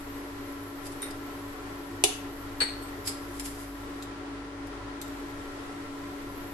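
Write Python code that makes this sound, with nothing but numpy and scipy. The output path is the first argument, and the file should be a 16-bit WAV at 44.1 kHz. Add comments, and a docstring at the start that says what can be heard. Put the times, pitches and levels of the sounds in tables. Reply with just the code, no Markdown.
"""Pressure cooker on an induction cooktop

In a small kitchen a fan drones, the mains hum, and the coil shakes a cooker of oil into a fine sizzle.
Utensils clink and knock on the counter, and a knife is moved aside. A hand grips the cooker's handle
and tilts it; the sizzle all but stops until the base is set back on the glass."""
import sys
import numpy as np
from scipy import signal
from scipy.fft import rfft, irfft
from scipy.io import wavfile

SR = 44100
rng = np.random.default_rng(int(sys.argv[2]) if len(sys.argv) > 2 else 0)


def dump_mix(stems):
    """Bounce the given channels to the path in sys.argv[1] as a 16-bit WAV at rate SR."""
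    frames = np.atleast_2d(stems).T  # one column per channel
    limited = np.clip(frames, -1, 1)  # hard clip at full scale
    pcm = np.round(limited * 32767).astype(np.int16)
    wavfile.write(sys.argv[1], SR, pcm)


N = 287973
TIME, FREQ = np.arange(N) / SR, np.fft.rfftfreq(N, 1 / SR)
MAINS_HZ = 50


def amp(db):
    """Turns decibels into a gain."""
    return 10 ** (np.asarray(db) / 20)


def unit(x):
    """Scales a signal to an average (rms) size of 1."""
    return x / np.sqrt(np.mean(x ** 2) + 1e-20)


def read(points, hz):
    """Looks up a table by frequency, with octaves evenly spaced."""
    f, value = np.transpose(points)
    return np.interp(np.log(hz + 1), np.log(f), value)


def curve(rows):
    """Joins (time, value) points with straight lines."""
    return np.interp(TIME, *np.transpose(rows))


def add(mix, s, sound):
    """Mixes a stereo sound in, starting at s seconds."""
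    part = mix[:, round(s * SR):][:, :sound.shape[1]]
    part += sound[:, :part.shape[1]]


def pan(x, left_db):
    """Leans a sound to the left."""
    return x * amp([[left_db / 2], [-left_db / 2]])


def drift(rate_hz):
    """Random wandering, mostly slower than rate_hz."""
    return unit(irfft(rfft(rng.standard_normal(N)) / (1 + (FREQ / rate_hz) ** 2), N))


def bell(hz, width):
    """The bell-shaped peak of a resonance around hz."""
    return 1 / np.sqrt(1 + (2 * (FREQ - hz) / width) ** 2)


def colour(x, points, size=2048):
    """Shapes lows and highs; nothing rings ahead of a hit, so it stays sharp."""
    log_gain = np.log(amp(read(points, abs(np.fft.fftfreq(size, 1 / SR)))))
    taps = np.fft.ifft(np.exp(np.conj(signal.hilbert(log_gain)))).real
    return signal.oaconvolve(x, taps[None, :size // 2], axes=1)[:, :N]


def tone(turns, db, unsteady, flutter_hz=7):
    """A tone that flutters in level and pitch; turns counts its cycles."""
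    flutter = 1 + unsteady * (drift(flutter_hz) + 1j * drift(flutter_hz)) / np.sqrt(2)
    return np.sqrt(2) * amp(db) * (flutter * np.exp(2j * np.pi * turns)).real


def reflections(depth_db, delay_s):
    """Nearby surfaces put peaks and dips in the treble, different left and right."""
    echoes = rng.standard_normal((2, N)) * np.exp(-TIME / delay_s)
    return amp(depth_db * unit(rfft(echoes).real) * np.minimum(FREQ / 2500, 1))


def kitchen(x, tail_db=-8, near_db=-6, near_s=0.011, build_s=0.012):
    """Sound bounces off counter and wall, then blurs into a short tail."""
    # how long the room rings: f/Hz, time to fade by 60 dB/s
    fade_times = [(150, 0.12), (700, 0.28), (2000, 0.51), (5000, 0.42), (12000, 0.29)]
    hz, t, bands = signal.stft(rng.standard_normal((2, SR // 2)), SR, nperseg=256)
    tail = signal.istft(bands * amp(-60 * t / read(fade_times, hz)[:, None]), SR)[1]
    t = np.arange(tail.shape[1]) / SR
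    tail = tail * (1 - np.exp(-t / build_s))
    bounces = rng.standard_normal(tail.shape) * (rng.random(tail.shape) < .05)
    near = bounces * t * np.exp(-2 * t / near_s)
    echo = (amp(tail_db) * unit(tail) + amp(near_db) * unit(near)) / np.sqrt(len(t))
    return x + signal.fftconvolve(x, echo, axes=1)[:, :N]


def fan(gust_db=0.73):
    """The cooling fan's blades drone, and its swirling air rings the duct."""
    # how often a blade passes: t/s, f/Hz
    blade_rate = [(0.0, 286), (0.07, 281.7), (6.4, 282.1), (6.53, 283.5)]
    # blade tones: multiple of that rate, level/dB, unsteady share
    blade_tones = [(1, -43, 0.26), (2, -62, 0.68), (3, -69.5, 0.8), (4, -63.5, 0.32)]
    # rushing air: f/Hz, level/dB
    rush = [(8, -79), (21, -63.5), (33, -83), (62, -83.5), (90, -70), (130, -80.5), (235, -81.5),
            (330, -73), (450, -72.5), (525, -82.5), (800, -78.5), (1550, -82), (4000, -90.5), (9500, -101),
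            (12500, -105.5)]
    # resonances of duct and case: f/Hz, width/Hz, boost/dB
    duct = [(271.3, 26, 7), (338, 35, 6), (414.3, 41, 4), (599, 37, 10), (741, 19, 7.5), (1012, 69, 8),
            (1104, 24, 4), (1348, 91, 10), (1894, 330, 4.5)]
    # how alike left and right are: f/Hz, likeness from -1 to 1
    likeness = [(60, 0.843), (350, 0.91), (600, 0.47), (1300, 0.03), (2500, 0.026), (6000, -0.082)]
    turns = np.cumsum(curve(blade_rate)) / SR
    blades = sum(tone(turns * round(k), db, unsteady) for k, db, unsteady in blade_tones)
    left, other = rfft(rng.standard_normal((2, N)))
    same = np.clip(read(likeness, FREQ), -1, 1)
    right = same * left + np.sqrt(1 - same ** 2) * other
    air_db = read(rush, FREQ) + sum(db * bell(hz, width) ** 2 for hz, width, db in duct)
    air = irfft(np.array([left, right]) * amp(air_db) * reflections(depth_db=1.0, delay_s=0.0074), N)
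    return blades + air * np.sqrt(SR / 2) * amp(gust_db * drift(3.1))


def hum(deep_hz=49.3, deep_db=-55):
    """Low electrical hum; two close tones near twice the mains rate throb against each other."""
    # swells and sags of the deepest tone: middle t/s, half length/s, change/dB
    swells = [(2.72, 0.4, 6), (3.55, 0.28, 7.5), (4.75, 0.38, 4.5), (5.9, 0.13, -10)]
    # gap between the two close tones: t/s, f/Hz
    beat_rate = [(4.5, 3.79), (4.7, 4.17)]
    # faint higher tones: f/Hz, level/dB, unsteady share
    overtones = [(157.2, -69.5, 1), (187.5, -68, 0.89)]
    swell_db = sum(db * np.exp(-((TIME - s) / half) ** 2) for s, half, db in swells)
    deep = tone(deep_hz * TIME, deep_db + swell_db, unsteady=0.33, flutter_hz=3.5)
    turns, beats = 2 * MAINS_HZ * TIME, np.cumsum(curve(beat_rate)) / SR
    lower = tone(turns, db=-55.5, unsteady=0.1, flutter_hz=2.9)
    upper = tone(turns + beats, db=-58, unsteady=0.094, flutter_hz=1.8)
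    faint = sum(tone(hz * TIME, db, unsteady, flutter_hz=5.1) for hz, db, unsteady in overtones)
    return deep + lower - upper + faint


def sizzle(lift_s=4.04, set_down_s=5.0, switch_s=0.04, lifted_db=-26,
           ripple=0.17, flicker_db=0.1, waver_db=2.8):
    """While the cooker is on the glass, the coil shakes its base into a hiss that pulses with the mains."""
    # hiss of the base: f/Hz, level/dB
    hiss_shape = [(2500, -120), (4200, -101), (6400, -104), (7000, -97.5), (7800, -97), (8500, -103),
                  (9900, -103), (10500, -102), (10850, -105), (12400, -108)]
    # its high resonances: f/Hz, width/Hz, level/dB, how strongly each follows the brightness
    resonances = [(7730, 550, -95.5, 0.19), (10500, 180, -100, 0.22), (11280, 350, -90.5, 0.9),
                  (11530, 300, -96, 1.1), (12320, 450, -88.5, 1.1)]
    # brightness, which dips for a while after the cooker is moved: t/s, level/dB
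    brightness = [(3.5, 1), (3.9, -3), (5.2, -4.5), (5.6, -9), (5.95, -8), (6.35, 2)]
    noise = rfft(rng.standard_normal((2, 2, N))) * np.sqrt(SR / 2)
    shake = noise * reflections(depth_db=3.5, delay_s=0.0053)
    hiss = irfft(shake[0] * amp(read(hiss_shape, FREQ)), N)
    for hz, width, db, follow in resonances:
        level_db = db + follow * curve(brightness) + waver_db * drift(7.8)
        hiss += irfft(shake[1] * bell(hz, width) ** 2, N) * amp(level_db)
    lifted = np.clip(np.minimum(TIME - lift_s, set_down_s + switch_s - TIME) / switch_s, 0, 1)
    pulse = unit(1 - ripple + ripple * abs(np.sin(2 * np.pi * MAINS_HZ * TIME)))
    return hiss * pulse * amp(lifted_db * lifted + flicker_db * drift(25))


def slides(grain_db=3):
    """Utensils slide, the hand rubs the handle and a utensil gives a brief tick: grainy noise makes the steel
    sing."""
    # rubs, and one brief tick at 1.11 s: peak t/s, level/dB, rise/s, fall/s, ring/dB
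    strokes = [(.868, -41, 0.017, 0.0089, -10), (.925, -44.5, 0.0093, 0.0084, -12),
               (1.11, -41.5, 0.0036, 0.0041, 0), (3.063, -43, 0.0059, 0.0044, -1.5),
               (3.079, -30.5, 0.0086, 0.015, -0.5), (3.38, -48.5, 0.074, 0.029, -20),
               (3.457, -38.5, 0.012, 0.03, -17), (3.6, -49.5, .06, 0.064, -15)]
    # friction noise: f/Hz, level/dB
    rub_shape = [(500, -7), (2000, -2.5), (4300, -1.5), (6500, 1.5), (8000, 2.5), (11000, 4.5), (12500, -4)]
    # resonances of the steel: f/Hz, width/Hz, level/dB
    resonances = [(5030, 130, 17.7), (7300, 130, 4), (7955, 140, 9.7), (9600, 170, 4.4), (10800, 140, 4.7)]
    grains = unit(rng.standard_normal((2, N)) * amp(grain_db * drift(500)))
    rub, sing = np.zeros((2, N))
    for s, db, rise, fall, ring_db in strokes:
        stroke = amp(db) * np.exp(-np.maximum((s - TIME) / rise, (TIME - s) / fall))
        rub += stroke
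        sing += stroke * amp(ring_db)
    steel = sum(amp(db) / (1 + 2j * (FREQ - hz) / width) for hz, width, db in resonances)
    return colour(grains * rub, rub_shape) + irfft(rfft(grains * sing) * steel, N)


def strike(hits, crack, notes, pivot_hz=5000):
    """At each hit the surfaces chatter and the object rings; harder hits sound brighter."""
    t = TIME[:SR // 2]
    out = np.zeros((2, N))
    for s, db, chatter_s, hardness in hits:
        burst = rng.standard_normal((2, len(t))) * np.exp(-t / chatter_s)
        burst /= np.linalg.norm(burst, axis=1, keepdims=True)
        tilted = [(hz, level + hardness * np.log2(hz / pivot_hz)) for hz, level in crack]
        add(out, s, amp(db) * colour(burst, tilted))
        lag = rng.uniform(0, 0.00032, (2, 1))  # travel time to the left and right
        for k, (hz, note_db, fade_s) in enumerate(notes):
            level_db = db + note_db + hardness * np.log2(hz / pivot_hz) - 60 * t / fade_s
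            ring = amp(level_db) * np.sin(2 * np.pi * hz * np.maximum(t - lag, 0))
            add(out, s, (-1) ** k * ring)  # opposite starts make close notes swell and throb
    return out


def utensil():
    """A light utensil is bumped and tinkles."""
    # bumps: t/s, level/dB, chatter/s, hardness/dB per octave
    hits = [(1.0195, -5.5, 0.0076, 4), (1.027, 0, 0.03, -0.5), (1.083, -16.5, .005, -6)]
    # noise of a bump: f/Hz, level/dB
    crack = [(500, -29), (1400, -2), (2200, -1), (3000, -12), (5000, -11), (7200, -18), (9000, -5),
             (10000, -5.5), (11000, -6), (12500, -11)]
    # the utensil's ring: f/Hz, level/dB, fade/s
    notes = [(3724, -38, 0.089), (5600, -46, 0.067), (8880, -28, 0.05), (9500, -37, .06),
             (10960, -40.5, 0.071)]
    return strike(hits, crack, notes)


def knife():
    """A steel knife rattles and rings as it is picked up."""
    # rattles: t/s, level/dB, chatter/s, hardness/dB per octave
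    hits = [(2.6042, -3, 0.0062, -2), (2.6135, -1, 0.013, -3.5), (2.688, -18, 0.0061, -4.5),
            (2.823, -33, .008, 16.5), (2.872, -39, .008, 17)]
    # noise of a rattle: f/Hz, level/dB
    crack = [(200, -13.5), (450, -1.5), (900, -5.5), (1800, 5.5), (2800, 0.5), (3950, 5.5), (4400, 19),
             (4850, 1), (5500, -9.5), (7200, -6.5), (8350, 9.5), (10000, -9), (12500, -8)]
    # the knife's ring: f/Hz, level/dB, fade/s
    notes = [(4248, -32, .11), (4290, -22.5, 0.076), (4420, -27, 0.087), (8140, -35, .12),
             (8355, -30.5, 0.14), (8640, -39, 0.09)]
    return strike(hits, crack, notes)


def counter_knock():
    """A hard knock on the counter rings briefly."""
    # contacts: t/s, level/dB, chatter/s, hardness/dB per octave
    hits = [(2.0386, 2.5, 0.002, 1), (2.042, -2, 0.0046, 0.5), (2.089, -27, 0.0073, -3.5)]
    # noise of the knock: f/Hz, level/dB
    crack = [(120, -15), (250, 4), (420, 8), (620, 10.5), (850, 13.5), (1150, 8), (1500, -1), (2000, 2),
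             (2750, 13), (4500, 9), (7500, 7.5), (8400, 5), (9700, 13.5), (12500, 1)]
    # its ring: f/Hz, level/dB, fade/s
    notes = [(369, -18.5, 0.037), (416, -16, 0.073), (742, -18.5, 0.095), (2980, -32, 0.079),
             (3510, -30, .09), (3880, -30, 0.06), (4974, -38, 0.091), (6280, -27.5, 0.041),
             (7160, -31.5, 0.106), (9300, -33, .04)]
    return strike(hits, crack, notes)


def handle_clicks():
    """The cooker's handle clicks in the hand."""
    # clicks: t/s, level/dB, chatter/s, hardness/dB per octave
    hits = [(3.397, 2, 0.0065, 1.5), (3.458, -2.5, .002, 1.5), (4.67, -17.5, 0.0029, 3.7)]
    # noise of a click: f/Hz, level/dB
    crack = [(700, -27), (2000, -3), (3500, -11), (5500, -10), (7500, -9), (9000, -8), (10000, -9),
             (12500, -12)]
    # the handle's ring: f/Hz, level/dB, fade/s
    notes = [(5250, -41, 0.044), (7500, -40, .04), (9880, -46, .04)]
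    return strike(hits, crack, notes)


def base_taps():
    """The cooker's base taps the glass as it is tilted and set down."""
    # taps: t/s, level/dB, chatter/s, hardness/dB per octave
    hits = [(4.024, -5, .009, -1.5), (5.015, -2, 0.0068, 0.77), (5.08, -17, .003, 0)]
    # noise of a tap: f/Hz, level/dB
    crack = [(700, -36), (2300, -19), (3700, -6), (5500, -12), (7500, -3.5), (9300, -15), (11300, -7),
             (12500, -6)]
    # its ring: f/Hz, level/dB, fade/s
    notes = [(3754, -40, .05), (4090, -41, .05), (7520, -43, 0.083)]
    return strike(hits, crack, notes)


def scene():
    """The running cooktop, with the handling sounds echoing around it."""
    cooktop = pan(fan() + hum(), 1.22) + pan(sizzle(), 1.3)
    knock = pan(counter_knock(), 0.58)
    rattle = pan(knife(), 2.1)
    tinkle = utensil()
    cooker = pan(handle_clicks() + base_taps(), 1)
    nearby = kitchen(knock + tinkle + cooker + slides())
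    # the knife lies off to the side, so more of it arrives as echoes
    return cooktop + nearby + kitchen(rattle, tail_db=-5.5, near_db=-0.5)


def record(dry, top_hz=12480):
    """Clips at full scale, then cuts the treble above top_hz."""
    taps = signal.firwin(601, top_hz, window=("kaiser", 8), fs=SR)
    return signal.oaconvolve(np.clip(dry, -1, 1), taps[None], "same")


dry = scene()
out = record(dry)
dump_mix(out)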